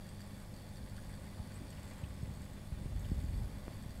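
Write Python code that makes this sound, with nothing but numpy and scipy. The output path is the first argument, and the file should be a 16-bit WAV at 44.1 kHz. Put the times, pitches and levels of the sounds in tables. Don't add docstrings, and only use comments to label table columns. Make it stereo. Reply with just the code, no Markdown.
import sys
import numpy as np
from scipy import signal
from scipy.fft import rfft, irfft
from scipy.io import wavfile

SR = 44100
rng = np.random.default_rng(int(sys.argv[2]) if len(sys.argv) > 2 else 0)


def unload_wav(signal):
    wavfile.write(
        sys.argv[1],
        SR,
        np.round(np.clip(np.atleast_2d(signal).T, -1, 1) * 32767).astype(np.int16),
    )


N = 176400
T = np.arange(N) / SR


def from_db(db):
    return 10 ** (np.asarray(db) / 20)


def rms_one(x):
    return x / np.sqrt(np.mean(x ** 2) + 1e-20)


def in_time(rows):
    times, *columns = np.transpose(rows)
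    return [np.interp(T, times, column) for column in columns]


def drift(rate_hz):
    step, warm_up = 40, 2000
    r = np.exp(-2 * np.pi * rate_hz * step / SR)
    slow = signal.lfilter([1], [1, -2 * r, r * r], rng.standard_normal(N // step + warm_up + 2))
    slow = rms_one(slow[warm_up:])
    return np.interp(np.arange(N) / step, np.arange(len(slow)), slow)


def noise(spectrum):
    hz, db = np.transpose(spectrum)
    bins_hz = np.maximum(np.arange(N // 2 + 1) * SR / N, 1)
    gain = from_db(np.interp(np.log(bins_hz), np.log(hz), db))
    return irfft(rfft(rng.standard_normal(N)) * gain, N) * np.sqrt(SR / 2)


def cut(x, hz, keep, order=2):
    return signal.sosfilt(signal.butter(order, hz, keep, fs=SR, output="sos"), x + 1e-18)


def resonance(x, hz, width_hz):
    r = np.exp(-np.pi * width_hz / SR)
    feedback = [1, -2 * r * np.cos(2 * np.pi * hz / SR), r * r]
    return signal.lfilter(np.array([1, 0, -1]) * (1 - r * r) / 2, feedback, x + 1e-18)


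def noise_band(hz, width_hz):
    return rms_one(resonance(rng.standard_normal(N), hz, width_hz))


def impulses(times_s, db):
    return np.bincount((np.abs(times_s) * SR).astype(int), from_db(db), N)[:N]


def fade(x, seconds):
    return signal.lfilter([1], [1, -np.exp(-1 / (seconds * SR))], x + 1e-18)


# pitch_hz, level_db
HUM_TONES = [(100, -49.5), (150, -56), (200, -54.5), (350, -68), (400, -77), (600, -69), (700, -81)]
# pitch_hz, level_db, width_hz
MOTOR_WHINES = [(174, -61.5, 10), (205.7, -61.5, 12), (519.5, -66.5, 23), (695, -74.5, 7.9),
                (839, -77, 9.8), (866, -72, 19), (3442, -73, 35), (3583, -77, 16), (5205, -78, 4.3)]

def pump_hum(waver_db=1.03):
    hum = 0
    for hz, db in HUM_TONES:
        strength = from_db(db - waver_db * drift(6.6))
        hum += strength * np.sqrt(2) * np.sin(2 * np.pi * (hz * T + rng.random()))
    return hum + sum(from_db(db) * noise_band(hz, width) for hz, db, width in MOTOR_WHINES)


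# pitch_hz, level_db_per_hz
WATER_SPECTRUM = [(20, -81), (45, -88), (90, -67), (200, -74), (260, -75.5), (330, -83), (420, -81.5),
                  (560, -83), (700, -86), (1050, -89.5), (1350, -95), (2000, -95), (2800, -100),
                  (4300, -99.5), (6200, -104.5), (9000, -103.5), (12000, -106), (15500, -111)]
# time_s, gain_db
SPLASH_SWELL = [(0, 3), (.8, 2.5), (1.1, 3), (1.6, 5), (1.95, 6), (2.3, 4.5), (2.7, 3), (3.2, 5), (4, 3)]
# time_s, gain_db
GURGLE_SWELL = [(0, -2.5), (1.25, -2), (1.4, 0.5), (1.65, -1), (1.8, -0.5), (2.3, -0.5), (2.7, -2),
                (3.3, 0), (4, 0)]

def water_rush(flicker_db=1.47):
    rush = noise(WATER_SPECTRUM)
    gurgle = cut(rush, 800, "low", order=1)
    splash = resonance(rush, hz=1730, width_hz=1950)
    gurgle_gain = from_db(in_time(GURGLE_SWELL)[0])
    splash_gain = from_db(in_time(SPLASH_SWELL)[0] + flicker_db * drift(36))
    return rush + gurgle * (gurgle_gain - 1) + splash * (splash_gain - 1)


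# pitch_hz, width_hz, gain_db
HOUSING_RINGS = [(1766, 140, 0.5), (3450, 390, -7.5), (4460, 64, 5), (4713, 134, -1), (5650, 300, -11),
                 (6650, 110, -2), (7400, 80, -0.5), (7910, 82, 0.5), (8460, 43, 4), (11660, 250, -10),
                 (13330, 720, -13)]
# time_s, lower_db, upper_db
RATTLE_FORCE = [(0, 2, -7), (.22, 1.5, -8), (.4, 1.5, -1), (.5, -11, -12), (.56, 1.5, -1),
                (.85, -1.5, -5.5), (1.12, -1, -5), (1.42, 1, -7), (1.7, -1, -5), (1.95, -6, -2),
                (2.15, -3, -3), (2.4, -1.5, -1.5), (2.65, -7, -7), (2.95, -5, -5.5), (3.2, 1, -0.5),
                (3.5, 0, -5), (4, 0, -4.5)]
# start_s, lower_added_db, upper_added_db
ROTOR_JOLTS = [(.090, 3, 6), (.195, 4, 6), (.207, 3, 5), (.54, 7, 2), (.585, 4.5, -3), (.608, 3, -2),
               (.758, 10.5, 2), (.966, 8.5, 3), (1.012, 5, 6.5), (1.07, 1, 2), (1.14, 6.5, 0),
               (1.219, 5, 9), (1.268, 3.5, 8), (1.546, -2, 9), (1.557, -2, -8), (1.669, 4, 4),
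               (1.705, 7, 11), (1.83, 11.5, 7), (1.912, 9, 7), (2.41, 0, 4), (3.0, -5, 11)]

def rotor_rattle(turns_per_s=86.75, jolt_fade_s=.014, upper_above_hz=6000, level_db=-61):
    knock_db, scrape_db, rub_db = -6.5, -4.5, -17
    turn_spread_db, ring_spread_db = 2.2, 1
    hits_s = np.arange(0, N / SR, 1 / turns_per_s) + .0089
    force_db = np.array([np.interp(hits_s, T, level) for level in in_time(RATTLE_FORCE)])
    force_db += turn_spread_db * rng.standard_normal(len(hits_s))
    for start_s, *added_db in ROTOR_JOLTS:
        begun = hits_s > start_s - .5 / turns_per_s
        dying = np.exp(-np.maximum(hits_s - start_s, 0) / jolt_fade_s)
        force_db += np.outer(added_db, begun * dying)
    out = 0
    for hz, width, db in HOUSING_RINGS:
        hits_db = force_db[int(hz > upper_above_hz)] + ring_spread_db * rng.standard_normal(len(hits_s))
        knocks = impulses(hits_s, hits_db)
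        scrapes = from_db(scrape_db) * rms_one(fade(knocks, seconds=.0028))
        friction = (scrapes + from_db(rub_db)) * rng.standard_normal(N)
        out += from_db(db) * resonance(friction + from_db(knock_db) * rms_one(knocks), hz, width)
    return from_db(level_db) * rms_one(out)


# pitch_hz, width_hz, base_level_db
FIZZ_BANDS = [(9020, 780, -70.5), (10420, 630, -73.5), (11600, 450, -73.5), (13100, 500, -87)]
# time_s, lower_gain_db, upper_gain_db
FIZZ_SWELL = [(0, 0, -4), (.35, 1.5, -4), (.5, 1, 0), (.68, 0.5, -9), (1.0, 3, -4), (1.22, 0.5, -2),
              (1.48, 3, -5), (1.8, 1.5, -10), (2.2, -1, -12), (2.85, 0, -19), (3.02, 0.5, 1), (3.15, 0, 1),
              (3.35, 2, 2), (4, -0.5, 1.5)]

def bubble_fizz(upper_above_hz=11000, flicker_db=2.5):
    swells_db = in_time(FIZZ_SWELL)
    out = 0
    for hz, width, db in FIZZ_BANDS:
        level_db = db + swells_db[int(hz > upper_above_hz)] + flicker_db * drift(60)
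        out += from_db(level_db) * noise_band(hz, width)
    return out


# pitch_hz, level_db_per_hz
ROOM_SPECTRUM = [(5, -103), (14, -62.5), (35, -68), (80, -68), (160, -81), (300, -98), (600, -101),
                 (1500, -106), (4000, -111), (8000, -123), (14500, -115)]

def room_noise():
    return noise(ROOM_SPECTRUM)


# pitch_hz, level_db_per_hz
HAND_SPECTRUM = [(15, -76), (28, -57), (42, -48), (65, -51), (110, -56), (170, -66.5), (260, -74.5),
                 (400, -84), (800, -102), (1600, -115)]
# time_s, gain_db
GRIP_SWELL = [(0, -15.5), (.75, -22.5), (.83, -15), (.93, -13), (1.0, -17.5), (1.95, -17.5), (2.1, -11),
              (2.35, -13.5), (2.65, -31), (2.8, -5.5), (3.0, -4.5), (3.15, 0.5), (3.3, -.5), (3.45, -1.5),
              (3.68, -13.5), (4, -10.5)]

def hand_rumble():
    return from_db(in_time(GRIP_SWELL)[0]) * noise(HAND_SPECTRUM)


# start_s, peak_db, contact_s, low_edge_hz
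FINGER_BUMPS = [(0.808, -33.5, .0015, 55.3), (0.916, -35.5, 0.00075, 55), (1.397, -28, 0.0013, 52.7),
                (1.61, -40, 0.00065, 90), (2.033, -25.5, 0.00095, 47.8), (2.097, -36.5, 0.00088, 50.3),
                (2.228, -28, 0.00071, 81), (2.276, -33.5, 0.00061, 70.5), (2.308, -32.5, 0.00072, 69.4),
                (2.403, -33, 0.00067, 70), (2.719, -26, .001, 50.6), (2.856, -29, 0.00057, 104),
                (2.95, -29.5, 0.0017, 49.4), (3.059, -28.5, 0.00088, 69), (3.116, -17.5, 0.00064, 47),
                (3.18, -28.5, 0.00075, 70), (3.24, -35, 0.00053, 90.5), (3.41, -37, 0.00076, 80),
                (3.679, -37.5, 0.00039, 130), (3.86, -32, 0.00053, 70)]

def finger_bumps(case_ring_db=-20):
    out = 0
    for start_s, peak_db, contact_s, low_edge_hz in FINGER_BUMPS:
        age = np.clip((T - start_s) / contact_s, 0, 40)
        push = cut(-age ** 4 * np.exp(-age), low_edge_hz, "high", order=5)
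        bump = push + from_db(case_ring_db) * resonance(push, hz=260, width_hz=370)
        out += from_db(peak_db) * bump / np.abs(bump).max()
    return out


# mid_rise_s, base_level_db, pitch_hz, width_hz, rise_s
SPLASHES_AND_ROTOR_TICK = [(0.981, -42.5, 1620, 280, 0.0045), (1.10, -51, 1750, 400, 0.013),
                           (1.27, -55.5, 2010, 350, 0.0081), (1.375, -49, 685, 600, 0.018),
                           (1.554, -49.5, 8140, 450, .008), (1.61, -45, 247, 200, 0.018),
                           (1.723, -53, 2950, 800, 0.0034), (1.769, -53, 2900, 600, 0.0035),
                           (1.913, -50, 2140, 800, 0.0055), (2.02, -45.5, 845, 299, 0.008),
                           (2.038, -45.5, 2660, 800, 0.0037), (2.285, -51, 830, 250, 0.012),
                           (3.047, -49, 3000, 1400, .0043), (3.40, -51, 780, 250, 0.019)]

def splashes_and_rotor_tick(gain_db=-5):
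    out = 0
    for mid_rise_s, db, hz, width, rise_s in SPLASHES_AND_ROTOR_TICK:
        tone = rms_one(resonance(noise_band(hz, width), hz, width))
        age = np.clip((T - mid_rise_s) / rise_s + .5, 0, 20)
        out += from_db(db + gain_db) * tone * age * np.exp(1 - age)
    return out


# start_s, kick_db
CLICK_KICKS = [(3.6642, -43), (3.6809, -24.5)]

def case_click():
    kicks = impulses(*np.transpose(CLICK_KICKS))
    return cut(fade(kicks, seconds=.0018), 2580, "low", order=3)


def reflections(x, echo_db=-10.5, fade_60_db_s=.041):
    age_s = T[:8192]
    tail = rng.standard_normal(len(age_s)) * from_db(-60 * age_s / fade_60_db_s) * (age_s > .002)
    echoes = signal.fftconvolve(x, tail / np.linalg.norm(tail))[:N]
    echo_gain = from_db(echo_db)
    return (x + echo_gain * echoes) / np.hypot(1, echo_gain)


def scene(hum_right_db=-14, water_right_db=-22.5):
    hum = pump_hum()
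    hand = hand_rumble() + finger_bumps() + case_click()
    rattle = rotor_rattle()
    left = hum + reflections(water_rush() + rattle + bubble_fizz() + splashes_and_rotor_tick())
    right = from_db(hum_right_db) * hum + from_db(water_right_db) * water_rush() + room_noise() + hand
    return np.array([left, right])


def record(dry):
    top_hz = 15720
    return signal.sosfilt(signal.ellip(12, .1, 80, top_hz, fs=SR, output="sos"), dry)


dry = scene()
out = record(dry)
unload_wav(out)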